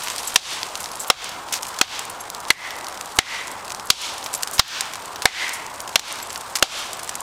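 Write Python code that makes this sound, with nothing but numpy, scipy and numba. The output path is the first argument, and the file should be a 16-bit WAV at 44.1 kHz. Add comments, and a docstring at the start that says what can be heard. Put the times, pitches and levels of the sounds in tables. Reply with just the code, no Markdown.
"""Chopping a sapling in a wet wood

A long blade chops a standing sapling in a quiet wood: torn fibres drive resonances, trunks around echo them.
Shaken drops and chips are short noises through leaf resonances, pings on hard things are decaying sines.
Shaped noise far off is a road, and nearer a patter with tiny damped sines in it. The microphone is a small
camera's: it overloads on each blow, cuts its gain and lets it climb back, so the echo seems to swell."""
import sys
import numpy as np
from scipy import signal
from scipy.fft import rfft, irfft, next_fast_len
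from scipy.io import wavfile
from scipy.ndimage import uniform_filter1d, map_coordinates
from numba import njit

SR = 44100
rng = np.random.default_rng(int(sys.argv[2]) if len(sys.argv) > 2 else 0)


def unload_wav(signal):
    """Save mono or channel-first audio to the path in sys.argv[1] as 16-bit WAV at rate SR, clipped to [-1, 1]."""
    wavfile.write(
        sys.argv[1],
        SR,
        np.round(np.clip(np.atleast_2d(signal).T, -1, 1) * 32767).astype(np.int16),
    )


N = 318402  # samples

# Blows on the sapling. Each row: start in seconds, time the tear takes to fall 60 dB in seconds,
# thud level in dB, then levels in dB of the deep knock, wood body, hollow ring and bright crack.
BLOWS = [(0.3586, 0.019, -24, -11.5, -13, -34, 0), (1.1004, 0.021, -27, -9.5, -6.5, -11.5, -6.5),
         (1.813, .015, -25, -12.5, -7.5, -11.5, -5.5), (2.5032, 0.027, -37, -18.5, -10, -6, -11),
         (3.1874, 0.016, 3, -10, -4.5, -3, -4.5), (3.902, 0.017, -9, -16, -17.5, -40, -0.5),
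         (4.594, 0.022, 5, -14, -1.5, -6.5, -1), (5.255, 0.012, 1.5, -4.5, 1, 2, 0),
         (5.957, 0.017, -29, -12.5, -9, -12.5, -6), (6.6253, 0.014, -38, -5.5, -8, -21, -1)]
# Resonances of the trunk, grouped by the part of the blow that drives them.
# Each row: frequency in Hz, width in Hz, level in dB over that part.
TRUNK_MODES = {"deep": [(720, 600, 0)], "body": [(1500, 1440, 0)], "hollow": [(2020, 270, 0)],
               "bright": [(3400, 1790, -.1), (6300, 4740, -.1), (11000, 6800, -8)]}
# Scatter from the trees around. Each row: frequency in Hz, time to fall 60 dB in seconds.
TREE_DECAY = [(300, 0.22), (1000, 0.5), (2000, 0.93), (4000, 0.63), (8000, 0.72), (14000, 0.68)]
# Louder drops and chips on leaves. Each row: start in seconds, level in dB,
# loudest pitch in octaves over BASE_HZ, time to fall 60 dB in seconds.
LEAF_DROPS = [(0.0214, -20.5, 0.67, 0.0074), (0.0834, -16, 0.73, 0.031), (0.1009, -14, 0.82, 0.017),
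              (0.1618, -16, 1.05, 0.014), (0.1895, -23, 1.05, 0.012), (0.2326, -19, 1.3, 0.0076),
              (0.2753, -21, 1.2, 0.014), (0.631, -10.5, 0.63, 0.012), (0.7545, -15.5, 0.82, 0.022),
              (0.842, -15, 0.67, 0.01), (0.8587, -17.5, 0.8, 0.013), (0.9163, -21.5, 1.1, 0.01),
              (0.9555, -20, 1.2, 0.011), (1.2432, -16.5, 1, 0.017), (1.292, -17, 0.91, 0.013),
              (1.5262, -14, 1.7, 0.012), (1.6305, -15, 1.1, 0.021), (1.6525, -22, 0.76, 0.016),
              (1.7882, -12, 0.83, 0.024), (1.9928, -13.5, 1.14, 0.016), (2.098, -22, 1.56, 0.033),
              (2.3012, -16, 1.3, 0.0097), (2.3485, -17.5, 1, 0.01), (2.7067, -16, 0.51, 0.0082),
              (2.756, -26, 0.77, 0.009), (2.7871, -40, 0.8, 0.011), (2.81, -21.5, 0.74, 0.014),
              (2.8449, -22, 0.94, 0.014), (2.8683, -18, 0.77, 0.0099), (2.884, -20, 1.4, 0.014),
              (2.9253, -25, 0.93, 0.014), (2.9435, -25, 0.79, 0.014), (2.9748, -21.5, 0.89, 0.014),
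              (3.0108, -16, 0.97, 0.015), (3.472, -23, 1.25, 0.014), (3.5149, -24, 1.7, 0.023),
              (3.6802, -21, 0.9, 0.014), (3.704, -19.5, 0.77, 0.02), (3.7199, -19, 0.98, 0.023),
              (3.7476, -16.5, 1, 0.0076), (3.7973, -19, 0.74, 0.012), (4.1807, -22, 0.97, 0.026),
              (4.2616, -14.5, 0.62, 0.024), (4.331, -22, 1.3, 0.014), (4.3386, -23, 0.9, 0.016),
              (4.349, -15.5, 1.2, 0.033), (4.425, -17, 1.5, 0.014), (4.4327, -3.5, 1.03, 0.012),
              (4.474, -15, 0.94, 0.016), (4.5124, -17, 1.9, 0.0076), (4.8083, -7.5, 1.01, 0.018),
              (4.9353, -17, 0.83, 0.022), (4.9556, -21, 0.92, 0.027), (5.057, -23, 1.25, 0.014),
              (5.1587, -18, 0.53, 0.02), (5.221, -14, 0.93, 0.019), (5.4805, -22, 0.91, 0.014),
              (5.4924, -15, 0.89, 0.021), (5.6648, -21, 0.93, 0.011), (5.8037, -16, 1.03, 0.013),
              (5.877, -21.5, 0.88, 0.026), (5.8924, -22, 0.96, 0.021), (5.9945, -1.5, 0.82, 0.02),
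              (6.1252, -19.5, 1.6, 0.012), (6.1887, -23, 1.3, 0.014), (6.2015, -18.5, 0.55, 0.0087),
              (6.3041, -20.5, 0.83, 0.028), (6.329, -25, 1.5, 0.02), (6.349, -28, 1.4, 0.014),
              (6.359, -16.5, 0.54, 0.017), (6.376, -22.5, 1.5, 0.02), (6.4103, -22, 1.3, 0.014),
              (6.555, -8, 0.74, 0.029), (6.571, -15, 0.97, 0.012), (6.5863, -20, 0.87, 0.023),
              (6.5949, -22, 0.95, 0.019), (6.6434, -20, 1.05, 0.014), (6.9314, -16.5, 1.3, 0.017),
              (6.993, -19, 0.81, 0.033), (7.0317, -21, 1.3, 0.023), (7.0929, -13.5, 0.98, 0.024),
              (7.154, -15, 1.14, 0.017), (7.206, -19, 1.5, 0.014)]
# Chips sliding through the litter. Each row: start in seconds, level in dB,
# loudest pitch in octaves over BASE_HZ, length in seconds before the fade.
CHIP_SCUFFS = [(.059, -29.5, 0.63, 0.024), (0.182, -26.5, 0.96, 0.014), (0.276, -27.5, 1.4, 0.0093),
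               (0.995, -32.5, 1.3, 0.043), (1.524, -18, 0.81, 0.018), (1.543, -26.5, 0.78, .035),
               (2.483, -26, 0.81, 0.0022), (3.154, -38, 1.7, 0.019), (4.332, -28, 1.2, 0.023),
               (4.581, -24, 0.65, .012), (6.554, -21, 0.91, 0.013)]
# Resonances of the dead leaves. Each row: frequency in Hz, width in Hz.
LEAF_MODES = [(3500, 7750), (7000, 3800), (11500, 8800)]
# Drops landing on something hard. Each row: start in seconds, which thing,
# level in dB of its low mode, level in dB of its high mode.
HARD_LANDINGS = [(.253, "a", -45, -32), (0.273, "b", -22, -27), (.805, "a", -39, -37),
                 (.917, "a", -57, -34), (.955, "a", -51, -32), (1.002, "b", -22, -29),
                 (1.650, "b", -55, -40), (2.206, "a", -33, -26.5), (2.208, "b", -34, -50),
                 (4.376, "b", -55, -30), (6.224, "b", -26, -35), (6.226, "a", -50, -31),
                 (6.297, "b", -31, -55), (6.521, "b", -41, -55), (6.934, "b", -28, -50)]
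# Two hard things, two modes each. Each row: frequency in Hz, time to fall 60 dB in seconds.
HARD_MODES = {"a": [(6400, .045), (11200, .04)], "b": [(7700, .05), (12900, .045)]}
# Spectrum of the far road. Each row: frequency in Hz, relative density in dB per Hz.
ROAD_SPECTRUM = [(15, -52), (25, -31), (80, -15), (149, -18), (418, -11), (452, -11), (1000, -1.5),
                 (1240, -6), (1450, -8.5), (1600, -10.5), (2600, -29), (3380, -42), (5720, -120)]
# Spectrum of the dripping hiss. Each row: frequency in Hz, relative density in dB per Hz.
PATTER_SPECTRUM = [(1200, -10), (2000, 3), (3500, 3), (6000, 0), (8500, 2), (11000, -7.5), (14000, -6),
                   (15700, -12), (15950, -90)]
# Level of the hiss and patter; the loud start is the dying echo of an earlier blow.
# Each row: time in seconds, level in dB.
PATTER_LEVEL = [(0, -34.5), (.33, -34.5), (0.701, -39), (1.4, -43), (1.7, -39), (2.1, -43.5), (2.6, -42),
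                (4, -43), (4.5, -39), (5.2, -43), (7.22, -40)]
# Camera electronics, ahead of the gain control. Each row: frequency in Hz, rms level in dB.
WHINE_TONES = [(15121, -60), (15150, -58)]
# Treble loss after the amplifier. Each row: frequency in Hz, gain in dB.
CAMERA_TREBLE = [(20, 0), (11000, 0), (14000, -4), (15700, -10), (16900, -22)]

TEAR_DB, ECHO_DB = 19, -13.5  # the tear, and the wood's answer; both ahead of the trunk resonances
KNOCK_DB, KNOCK_T60_S = 1, .07  # ring of the stem: level over the deep knock, time to fall 60 dB
BASE_HZ, OFF_PITCH_DB = 3000, 9.5  # loss of a leaf resonance one octave from the loudest pitch
FAINT_DB, FAINT_SPREAD_DB, FAINT_T60_S = -21, 5.5, 0.009  # loudest, spread below it, median decay
ROAD_DB = -35.5
TOP_HZ = 16984  # top of the band: nothing sounds above this


def amp(db):
    """dB to gain."""
    return 10 ** (np.asarray(db) / 20)


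def unit(x):
    """Scaled to rms 1."""
    return x / np.sqrt(np.mean(x ** 2) + 1e-20)


def along(points, hz):
    """Values between (Hz, value) points, read on a log frequency axis."""
    f, v = np.transpose(points)
    return np.interp(np.log(hz + 1), np.log(f + 1), v)


def filtered(x, response):
    """x times a complex response of frequency, padded to keep ringing from wrapping round."""
    m = next_fast_len(x.shape[-1] + 8192)
    spectrum = rfft(x, m) * response(np.fft.rfftfreq(m, 1 / SR))
    return irfft(spectrum, m)[..., :x.shape[-1]]


def resonance(hz, width):
    """A causal resonance that leaves white noise at its rms."""
    gain = np.sqrt(SR / (np.pi * width))
    return lambda f: gain * 1j * f * width / (hz * hz - f * f + 1j * f * width)


def add(track, s, sound):
    """Mixes sound into track from second s."""
    part = track[round(s * SR):][:len(sound)]
    part += sound[:len(part)]


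def chops():
    """Fibres tear for a few ms and drive the trunk resonances; the wood answers in the same colour."""
    out, t = np.zeros(N), np.arange(SR) / SR
    for s, length, thud_db, *part_db in BLOWS:
        colour = trunk_colour(part_db)
        onset = 1 - np.exp(-t / 0.0011)
        tear = amp(TEAR_DB - 60 * (t / length) ** 1.046) * onset * rng.standard_normal(SR)
        thud = amp(thud_db - 60 * t / 0.014) * np.sin(2 * np.pi * 120 * t)
        # the stem rings on briefly
        knock_env = amp(part_db[0] + KNOCK_DB - 60 * t / KNOCK_T60_S)
        knock = knock_env * np.sin(2 * np.pi * 760 * t + 3 * rng.random())
        blow_and_echo = filtered(tear + amp(ECHO_DB) * echo_tail(), colour)
        add(out, s, blow_and_echo + thud + knock)
    return out


def trunk_colour(part_db):
    """Response of the struck trunk: its resonances summed with alternating sign."""
    modes = [(hz, width, db + drive_db)
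             for drive_db, part in zip(part_db, TRUNK_MODES.values())
             for hz, width, db in part]
    return lambda f: sum((-1) ** k * amp(db) * resonance(hz, width)(f)
                         for k, (hz, width, db) in enumerate(modes))


def echo_tail():
    """Scatter from many trunks: it builds up, then each frequency dies at its own speed."""
    hz, t, z = signal.stft(rng.standard_normal(SR), SR, nperseg=256)
    build_up = 1 - np.exp(-(t / 0.087) ** 2)
    far = amp(-60 * t / along(TREE_DECAY, hz)[:, None]) * build_up
    near = amp(3.5 - 60 * t / 0.14)  # ground and neighbouring stems
    lumps = amp(0.45 * rng.standard_normal(len(t)))  # single trunks stand out
    return signal.istft(z * lumps * (far + near), SR, nperseg=256)[1][:SR]


def litter():
    """A drop is a snap with a crackling puff, a scuff a held crackle; both sound through the leaves."""
    tracks = np.zeros((len(LEAF_MODES), N))
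    drops = list(LEAF_DROPS) + faint_drops(count=120)
    shapes = [drop_shape(t60) for *_, t60 in drops]
    shapes += [scuff_shape(length) for *_, length in CHIP_SCUFFS]
    for (s, db, octaves, _), shape in zip(drops + list(CHIP_SCUFFS), shapes):
        for track, (hz, _) in zip(tracks, LEAF_MODES):
            add(track, s, amp(db + off_pitch(hz, octaves)) * shape)
    return sum((-1) ** k * filtered(track, resonance(*mode))
               for k, (track, mode) in enumerate(zip(tracks, LEAF_MODES)))


def drop_shape(t60):
    """The impact is a very short pulse, the puff behind it decaying noise."""
    t = np.arange(SR // 10) / SR
    snap = 2.6 * np.exp(-((t - .0002) / .00004) ** 2)
    return snap + amp(-60 * t / max(t60, .003)) * rng.standard_normal(len(t))


def scuff_shape(length):
    """Sliding is noise whose level jumps every 30 samples, held for its length and then fading."""
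    t = np.arange(SR // 10) / SR
    fade_db = -60 * np.maximum(t - length, 0) / 0.047
    jumps_db = 5.2 * rng.standard_normal(len(t) // 30).repeat(repeats=30)
    return amp(fade_db + jumps_db) * rng.standard_normal(len(t))


def off_pitch(hz, octaves):
    """dB lost by a leaf resonance away from the pitch that is excited most."""
    return -OFF_PITCH_DB * (np.log2(hz / BASE_HZ) - octaves) ** 2


def faint_drops(count):
    """Rows as in LEAF_DROPS at random times, of random size, pitch and decay."""
    u, g = rng.random((count, 2)), rng.standard_normal((count, 2))
    start = u[:, 0] * N / SR
    db = FAINT_DB + FAINT_SPREAD_DB * np.log(1 - u[:, 1])
    octaves = 1.32 + 0.45 * g[:, 0]
    t60 = FAINT_T60_S * np.exp(1.2 * g[:, 1])
    return list(zip(start, db, octaves, t60))


def pings():
    """Each landing rings two modes of a hard thing, each as two slightly detuned decaying sines."""
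    out, t = np.zeros(N), np.arange(SR // 10) / SR
    for s, thing, *mode_db in HARD_LANDINGS:
        for db, (hz, t60) in zip(mode_db, HARD_MODES[thing]):
            split, turn = rng.normal(0, .02, 2), rng.random(2)  # detuning ratio, phase in turns
            pair = np.sin(2 * np.pi * (np.outer(1 + split, hz * t) + turn[:, None]))
            add(out, s, amp(db - 60 * t / t60) * pair.sum(0))
    return out


def air():
    """A far road, as shaped noise, under the hiss and patter of dripping branches."""
    road = unit(filtered(patchy(patchy_db=1.0), lambda f: amp(along(ROAD_SPECTRUM, f))))
    hiss = unit(filtered(patchy(patchy_db=.8), lambda f: amp(along(PATTER_SPECTRUM, f))))
    # a smooth random level, one new value every 200 samples
    wander = map_coordinates(rng.standard_normal(N // 200 + 2), [np.arange(N) / 200])
    crackle = unit(amp(3 * wander))
    ticks = grains(count=3000, centre_hz=6000, spread=.45, cycles=1.5, size_db=13)
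    patter_db = np.interp(np.arange(N) / SR, *np.transpose(PATTER_LEVEL))
    patter = crackle * hiss + amp(-7.0) * ticks
    return amp(ROAD_DB) * road + amp(patter_db) * patter


def grains(count, centre_hz, spread, cycles, size_db):
    """Many tiny far drops: damped sines of random pitch and size."""
    u, g = rng.random((count, 2)), rng.standard_normal(count)
    hz = np.clip(centre_hz * np.exp(spread * g), 1500, 15000)[:, None]
    k = np.arange(128)
    size = amp(size_db * u[:, 1:] ** 2)
    wave = size * np.sin(2 * np.pi * hz * k / SR) * np.exp(-k * hz / SR / cycles)
    place = (u[:, :1] * N).astype(int) + k
    return unit(np.bincount(place.ravel(), wave.ravel(), N + len(k))[:N])


def patchy(patchy_db):
    """White noise with patches of random gain over time and frequency."""
    z = signal.stft(rng.standard_normal(N + 512), nperseg=512)[2]
    field = uniform_filter1d(rng.standard_normal(z.shape), size=6, axis=0)
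    field = uniform_filter1d(field, size=10, axis=1)
    return signal.istft(z * amp(patchy_db * unit(field)), nperseg=512)[1][:N]


def scene():
    """Everything in the wood, as it reaches the microphone."""
    return (chops() + litter() + pings() + air())[None]


@njit
def gain_cut(over_db, attack, hold, release):
    """dB taken off: grows fast while the level is over the limit, holds, then shrinks evenly."""
    cut, now, wait = np.zeros(len(over_db)), 0., 0.
    for i in range(len(over_db)):
        if over_db[i] > now:
            now, wait = min(now + attack, over_db[i]), hold
        elif wait > 0:
            wait -= 1
        else:
            now = max(now - release, 0.)
        cut[i] = now
    return cut


def soft_clip(x, limit, sharpness):
    """Overload: small signals pass, large ones flatten towards the limit."""
    return x / (1 + np.abs(x / limit) ** sharpness) ** (1 / sharpness)


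def record(dry):
    """Whine, gain control, overload, treble loss and rumble of the camera, then a band limit."""
    t = np.arange(N) / SR
    whine = sum(amp(db) * np.sqrt(2) * np.sin(2 * np.pi * hz * t) for hz, db in WHINE_TONES)
    x = dry[0] + whine
    power = uniform_filter1d(x ** 2, size=132, origin=65)  # over the last 3 ms
    level_db = 10 * np.log10(np.abs(power) + 1e-12)
    limit_db, hold_s = -7.5, 0.052
    attack_db, release_db = 2800, 130  # per second
    x = x * amp(-gain_cut(level_db - limit_db, attack_db / SR, hold_s * SR, release_db / SR))
    x = soft_clip(x, limit=.7, sharpness=4)
    x = filtered(x, lambda f: amp(along(CAMERA_TREBLE, f)))
    rumble = unit(filtered(rng.standard_normal(N), resonance(67, 123)))  # of the output stage
    x = soft_clip(x + amp(-58.0) * rumble, limit=.74, sharpness=12)
    return filtered(x, lambda f: f < TOP_HZ)[None]


dry = scene()
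out = record(dry)
unload_wav(out)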